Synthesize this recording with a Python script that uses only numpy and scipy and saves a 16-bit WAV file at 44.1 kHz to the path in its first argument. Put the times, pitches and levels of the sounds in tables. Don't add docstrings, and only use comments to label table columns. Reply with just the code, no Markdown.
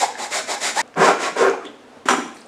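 import sys
import numpy as np
from scipy import signal
from scipy.fft import rfft, irfft
from scipy.io import wavfile

SR = 44100
rng = np.random.default_rng(int(sys.argv[2]) if len(sys.argv) > 2 else 0)


def persist_wave(psi):
    counts = np.round(np.clip(psi, -1, 1) * 32767).astype(np.int16)
    wavfile.write(sys.argv[1], SR, np.atleast_2d(counts).T)


def gain_from_db(level_db):
    decades = np.asarray(level_db, float) / 20
    return 10 ** decades


N = 109191
T = np.arange(N) / SR
CHANGE_S = 0.8165
# centre in Hz, width in Hz, level in dB.
BOARD_MODES = [(185, 34.8, -20), (280, 54, -7.5), (374, 54, -3), (467, 62, 0), (601, 73, -2),
               (740, 64, -0.5), (948, 31, -2), (1050, 58, -1), (1252, 32, -6.5), (1358, 48, -2.5),
               (1570, 307, -9.5), (2180, 630, -17.5)]


def rms_one(x):
    return x / np.sqrt(np.mean(x ** 2) + 1e-20)


def at_hz(points, hz):
    table_hz, value = np.transpose(points)
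    return np.interp(np.log(hz + 1), np.log(table_hz), value)


def colour(x, spectrum):
    gain = gain_from_db(at_hz(spectrum, np.fft.rfftfreq(N, 1 / SR)))
    return rms_one(irfft(rfft(x) * gain, N))


def drift(rate_hz):
    r = np.exp(-2 * np.pi * rate_hz / SR)
    noise = rng.standard_normal(N + SR)
    return rms_one(signal.lfilter([1], [1, -2 * r, r * r], noise)[SR:])


def body(x, peaks):
    out = 0
    for k, (hz, width_hz, db) in enumerate(peaks):
        r = np.exp(-np.pi * width_hz / SR)
        feed = [(1 - r * r) / 2, 0, (r * r - 1) / 2]
        back = [1, -2 * r * np.cos(2 * np.pi * hz / SR), r * r]
        out = out + (-1) ** k * gain_from_db(db) * signal.lfilter(feed, back, x)
    return out


def broad_mode(x, hz, width_hz):
    mode = [(hz, width_hz, 0)]
    return body(body(x, mode), mode)


def ring(clicks, hz, t60_s):
    r, w = gain_from_db(-60 / (t60_s * SR)), 2 * np.pi * hz / SR
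    return signal.lfilter([0, np.sin(w)], [1, -2 * r * np.cos(w), r * r], clicks + 1e-18)


def grains(rate_per_s, spread_db):
    hits = rng.random(N) < rate_per_s / SR
    size = gain_from_db(spread_db * np.minimum(rng.exponential(1, N), 4))
    return hits * size * rng.choice([-1, 1], N)


def saw(strokes, peak_at, swell, jitter, grit, peaks, chip_spectrum):
    # centre in Hz, width in Hz, level in dB.
    blade_modes = [(3900, 390, 21), (4300, 190, -15), (5000, 220, 21), (5840, 100, -7), (7000, 140, 4),
                   (8500, 590, -11)]
    blade_db, chatter_db = -23, 1
    chips_per_s, bites_per_s, chip_spread_db = 16000, 2500, 2.5
    start_rate = 0.6
    rasp_swell = 1.9

    rasp, knock, rate_hz = np.zeros(N), np.zeros(N), np.full(N, 300.)
    for start_s, length_s, rasp_db, tooth_db, top_hz in strokes:
        u = np.interp(T, [start_s, start_s + peak_at * length_s, start_s + length_s], [0, 0.5, 1])
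        speed = np.maximum(np.sin(np.pi * u), 0) * (u < 1)
        rasp += gain_from_db(rasp_db) * speed ** (swell * rasp_swell)
        knock += gain_from_db(tooth_db) * speed ** swell
        rise = np.sin(np.pi / 2 * np.minimum(1.4 * u, 1))
        rate_hz = np.where(T > start_s, top_hz * (start_rate + (1 - start_rate) * rise), rate_hz)

    phase = np.cumsum(rate_hz * (1 + jitter * drift(250))) / SR
    strikes = np.diff(np.floor(phase), prepend=0) > 0
    teeth = strikes * gain_from_db(1.9 * rng.standard_normal(N))
    teeth = rms_one(teeth - teeth.mean()) + grit * rms_one(grains(bites_per_s, chip_spread_db))
    chips = colour(grains(chips_per_s, chip_spread_db), chip_spectrum)
    chips = rms_one(chips + gain_from_db(blade_db) * rms_one(body(chips, blade_modes)))
    knocking = knock * gain_from_db(chatter_db * drift(15)) * rms_one(body(teeth, peaks))
    return knocking + rasp * gain_from_db(0.45 * drift(90)) * chips


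def light_strokes():
    # start in s, length in s, rasp in dB, teeth in dB, fastest tooth rate in Hz.
    strokes = [
        (-.04, .11, -23.5, -29, 852),
        (.17, 0.11, -30, -32, 848.3),
        (.30, 0.12, -23.5, -27.5, 701.2),
        (.47, 0.094, -25.5, -28.5, 880),
        (.60, .125, -22, -30, 799),
        (.745, 0.11, -22.5, -28, 1023),
    ]
    # centre in Hz, width in Hz, level in dB.
    bone_modes = [(254, 144, -9.5), (400, 196, -1.5), (630, 152, 3.5), (880, 400, -1), (1480, 60, -5),
                  (2000, 140, -6), (2410, 220, -16)]
    # frequency in Hz, density in dB per Hz.
    chip_spectrum = [(880, -7), (1500, -0.5), (2090, 3), (2830, -4.5), (3910, -1), (6500, -2), (7090, 3),
                     (15500, -26)]
    return saw(strokes, peak_at=0.5, swell=0.47, jitter=0.2, grit=0.98,
               peaks=bone_modes, chip_spectrum=chip_spectrum)


def heavy_strokes():
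    # start in s, length in s, rasp in dB, teeth in dB, fastest tooth rate in Hz.
    strokes = [
        (.70, 0.098, -63, -33, 448.8),
        (.955, .2, -30, -14.5, 478),
        (.985, .16, -27.5, -29, 519.7),
        (1.175, 0.145, -26, -24, 538.2),
        (1.352, .1, -28.5, -22.5, 430.1),
        (1.385, 0.14, -37.5, -18, 480.6),
        (1.59, 0.13, -55, -45.5, 400),
    ]
    # frequency in Hz, density in dB per Hz.
    chip_spectrum = [(1000, -27), (1800, -1), (2800, -8.5), (4400, -12.5), (5800, -11), (7500, -10),
                     (10500, -24), (15500, -44)]
    return saw(strokes, peak_at=0.45, swell=0.79, jitter=0.3, grit=1.36,
               peaks=BOARD_MODES, chip_spectrum=chip_spectrum)


def bites():
    # time in s, level in dB.
    catches = [(.964, -26), (0.977, -21), (.991, -21), (1.025, -16), (1.028, -2), (1.045, -2), (1.0775, 0),
               (1.087, 5), (1.112, -13), (1.362, -6), (1.408, -18), (1.424, -14), (1.444, -18), (1.471, -3),
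               (1.489, -8), (1.527, -13), (1.545, -9), (1.611, -26)]
    gain_db = 20
    knocks = np.zeros(N)
    for s, db in catches:
        knocks[int(s * SR)] = -gain_from_db(db + gain_db)
    return body(knocks + 1e-18, BOARD_MODES)


def squeal():
    # start in s, length in s, level in dB, first rate in Hz, last rate in Hz.
    glides = [
        (.005, 0.051, -19.5, 700.6, 890.4),
        (0.046, 0.06, -29.5, 801.6, 813.2),
        (.185, .1, -27.5, 752.5, 856.2),
        (.33, 0.11, -36, 657.6, 630),
        (.488, 0.036, -26.5, 579, 740),
        (.518, 0.076, -29, 756.7, 870),
        (0.759, 0.057, -18, 621.3, 998.5),
        (1.2, 0.11, -31.5, 1077, 1090),
        (1.4, 0.04, -11, 431, 490),
    ]
    wander, flutter_db = 0.032, 3
    octave_db, octave_db_per_khz = -3.5, 101

    level, rate_hz = np.zeros(N), np.full(N, 600.)
    for start_s, length_s, db, first_hz, last_hz in glides:
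        u = np.clip((T - start_s) / length_s, 0, 1)
        level += gain_from_db(db) * np.sin(np.pi * u) * (u < 1)
        rate_hz = np.where(T > start_s, first_hz + (last_hz - first_hz) * np.sqrt(u), rate_hz)
    phase = 2 * np.pi * np.cumsum(rate_hz * (1 + wander * drift(157.4))) / SR
    growth_db = octave_db_per_khz * (np.minimum(rate_hz, 1000) - 900) / 1000
    octave = gain_from_db(octave_db + growth_db + flutter_db * drift(190)) * np.sin(2 * phase)
    note = gain_from_db(flutter_db * drift(153)) * np.sin(phase)
    return level * (note + octave * (T < CHANGE_S))


def laid_down():
    # time in s, level in dB, softness cut in Hz, board share in dB.
    contacts = [(2.0559, -28.5, 900, 18.5), (2.08, -34, 9000, -18), (2.0864, 0.5, 5800, -35),
                (2.0955, -8, 4000, -1), (2.104, -12, 4000, -29), (2.108, -4, 3020, -5.5),
                (2.113, -11.5, 3000, -4.5), (2.122, -13.5, 3000, -12), (2.1355, -7, 2000, -8.5),
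                (2.15, -18, 4000, -2), (2.163, -19, 3000, -2), (2.183, -21, 5030, 12.5),
                (2.2, -22, 4000, 5.5), (2.232, -30, 1500, 3)]
    # frequency in Hz, level in dB, t60 in s.
    frame_modes = [(260.4, -10, 0.058), (391, -10.5, 0.038), (770, -10, 0.058), (870, -15, 0.045),
                   (1010, -9.5, 0.052), (1070, -12, 0.085), (1234, -15, 0.026), (1584, -16.5, 0.022),
                   (1640, -23, 0.013), (3330, -20, .012), (5800, -13, 0.018), (7200, -12, 0.02),
                   (8700, -16.5, .012), (9350, -25, .014)]
    # frequency in Hz, density in dB per Hz.
    crack_spectrum = [(200, -14), (700, 3.5), (1400, 3), (3500, -6), (4600, -13), (7000, -7.5),
                      (11000, -20), (15000, -35)]
    board_below_hz = 1100
    rattle_db, rattle_t60_s, rattles_per_s = -21.5, 0.43, 500
    crack_db, crack_t60_s = -14, 0.081
    slide_db, slide_t60_s = -31.5, 0.83
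    slap_hz, slap_width_hz, slap_db = 1280, 560, 27.5

    def dying(s, db, t60_s):
        return gain_from_db(db - 60 * np.maximum(T - s, 0) / t60_s)

    touch_s, impact_s = contacts[0][0], contacts[2][0]
    out = np.zeros(N)
    luck_db = rng.normal(0, 1.0, (len(contacts), len(frame_modes)))
    rattle = grains(rattles_per_s, 5.56) * dying(impact_s, rattle_db, rattle_t60_s) * (T > impact_s)
    for k, (hz, db, t60_s) in enumerate(frame_modes):
        clicks = rattle * rng.uniform(0, 1, N) * gain_from_db(db)
        below = np.clip(np.log2(board_below_hz / hz), 0, 1)
        for (s, hit_db, cut_hz, low_db), extra_db in zip(contacts, luck_db[:, k]):
            hit = gain_from_db(hit_db + db + extra_db + low_db * below)
            clicks[int(s * SR)] += hit / (1 + (hz / cut_hz) ** 2)
        out += (-1) ** k * ring(clicks, hz, t60_s)

    burst = dying(touch_s, slide_db, slide_t60_s) * (T > touch_s)
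    slaps = np.zeros(N)
    for s, hit_db, cut_hz, _ in contacts:
        burst += dying(s, hit_db + crack_db, crack_t60_s) * (T >= s) * cut_hz / 6000
        slaps[int(s * SR)] = -gain_from_db(hit_db + slap_db) / (1 + (slap_hz / cut_hz) ** 2)
    out += broad_mode(slaps + 1e-18, slap_hz, slap_width_hz)
    return out + burst * colour(rng.standard_normal(N), crack_spectrum)


def clicks_and_rubs():
    # time in s, level in dB, centre in Hz, rise in s, t60 in s.
    wet_clicks = [(.877, -49, 7440, .0008, .007), (.877, -50, 4500, .001, .007),
                  (.9415, -30, 1870, .0007, .006), (.9415, -42, 5500, .0005, .005),
                  (.948, -40, 5530, .0005, .01), (.98, -34, 7000, .001, .01),
                  (1.363, -36, 8500, .0009, .019), (1.497, -31, 6200, .0016, .015),
                  (1.651, -39, 3100, .001, .02), (1.651, -37, 2050, .001, .03),
                  (1.652, -41, 4800, .001, .015), (1.653, -39, 7300, .001, .012),
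                  (2.056, -52, 13000, .0005, .004), (2.346, -46, 9500, .001, .012),
                  (2.3657, -37, 2060, .0007, .024), (2.368, -47, 5800, .002, .02),
                  (2.407, -45, 8600, .0015, .012), (2.416, -39, 5070, .0008, .01),
                  (2.459, -48, 7680, .002, .012)]
    # time in s, level in
    # dB, centre in Hz, rise in s, t60 in s.
    rubs = [(.002, -24, 535, 0.018, 0.12), (.008, -14.5, 815, 0.032, 0.044), (.151, -33, 1780, .004, .066),
            (0.314, -27, 2100, 0.017, 0.15), (.36, -33.5, 1480, 0.034, 0.21),
            (.625, -27.5, 2010, 0.03, .25), (.65, -30, 1480, 0.034, 0.15), (0.955, -22, 185, 0.04, 0.18),
            (1.06, -14.5, 740, .02, .2), (1.271, -42.5, 185, 0.021, 0.34), (1.05, -22, 1380, .04, 0.2),
            (1.36, -25.5, 400, .01, .3), (1.402, -15, 453, .005, 0.23), (1.41, -19.5, 1070, 0.033, 0.24),
            (1.435, -19.5, 416, 0.053, 0.089), (1.52, -27.5, 793, 0.017, 0.21),
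            (1.59, -38, 1233, 0.026, 0.14), (1.63, -36, 297, 0.019, 0.12), (1.64, -37, 423, .012, 0.12),
            (1.655, -38.5, 3200, 0.0097, 0.14), (2.345, -52.5, 8200, .0043, 0.34),
            (2.35, -59, 13000, .01, .2), (2.36, -51.5, 4340, .012, 0.27)]
    # frequency in Hz, level in dB, t60 in s.
    freed_modes = [(2900, -38, .008), (3300, -40, .015), (2100, -36, .01)]
    freed_s = 1.6515

    out, noise = np.zeros(N), rng.standard_normal(N)
    for s, db, hz, rise_s, t60_s in wet_clicks + rubs:
        decay = gain_from_db(db - 60 * np.maximum(T - s - rise_s, 0) / t60_s)
        shape = np.clip((T - s) / rise_s, 0, 1) * decay
        out += shape * rms_one(broad_mode(noise, hz, 0.22 * hz))
    freed = np.arange(N) == int(freed_s * SR)
    for hz, db, t60_s in freed_modes:
        out += ring(gain_from_db(db) * freed, hz, t60_s)
    return out


def kitchen(x):
    # frequency in Hz, t60 in s.
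    decay_times = [(150, 0.82), (1000, 0.36), (4000, 0.56), (12000, 0.41)]
    echo_db, first_echo_s = -7, 0.0038
    t, echo = T[:SR], 0
    for low_hz in 60 * 2. ** np.arange(8):
        octave = signal.butter(2, [low_hz, 2 * low_hz], "band", fs=SR, output="sos")
        band = signal.sosfilt(octave, rng.standard_normal(SR))
        echo = echo + band * gain_from_db(-60 * t / at_hz(decay_times, 2.0 * low_hz))
    echo = echo * (t > first_echo_s)
    echo = echo / np.sqrt(np.sum(echo ** 2))
    return x + gain_from_db(echo_db) * signal.fftconvolve(x, echo)[:N]


def room_tone():
    # frequency in Hz, density in dB per Hz.
    air_spectrum = [(15, -65), (25, -37), (110, -21), (200, -22), (227, -5), (365, -17), (436, -10),
                    (546, -11), (10000, -41), (13000, -75), (22000, -120)]
    air_db, hum_hz, hum_db = -45.5, 127, -70
    air = gain_from_db(air_db + 1.0 * drift(5.7)) * colour(rng.standard_normal(N), air_spectrum)
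    return air + gain_from_db(hum_db) * np.sin(2 * np.pi * hum_hz * T)


def scene():
    near = squeal() + clicks_and_rubs()
    before = kitchen(light_strokes() + near * (T < CHANGE_S))
    after = kitchen(heavy_strokes() + bites() + laid_down() + near * (T > CHANGE_S))
    fade = np.clip((T - CHANGE_S) / 0.000392, 0, 1)
    low_cut = signal.butter(6, 160, "high", fs=SR, output="sos")
    mix = signal.sosfilt(low_cut, before * (1 - fade) + after * fade)
    return (mix + room_tone())[None]


def top_cut(x):
    return signal.sosfilt(signal.butter(12, 15700, fs=SR, output="sos"), x)


def record(dry):
    mic_top_hz, hiss_db = 10500, -67
    hissy = dry + gain_from_db(hiss_db) * rng.standard_normal(N)
    dull = signal.sosfilt(signal.butter(2, mic_top_hz, fs=SR, output="sos"), hissy)
    return top_cut(dull / (1 + np.abs(dull) ** 20) ** (1 / 20))


dry = scene()
out = record(dry)
persist_wave(out)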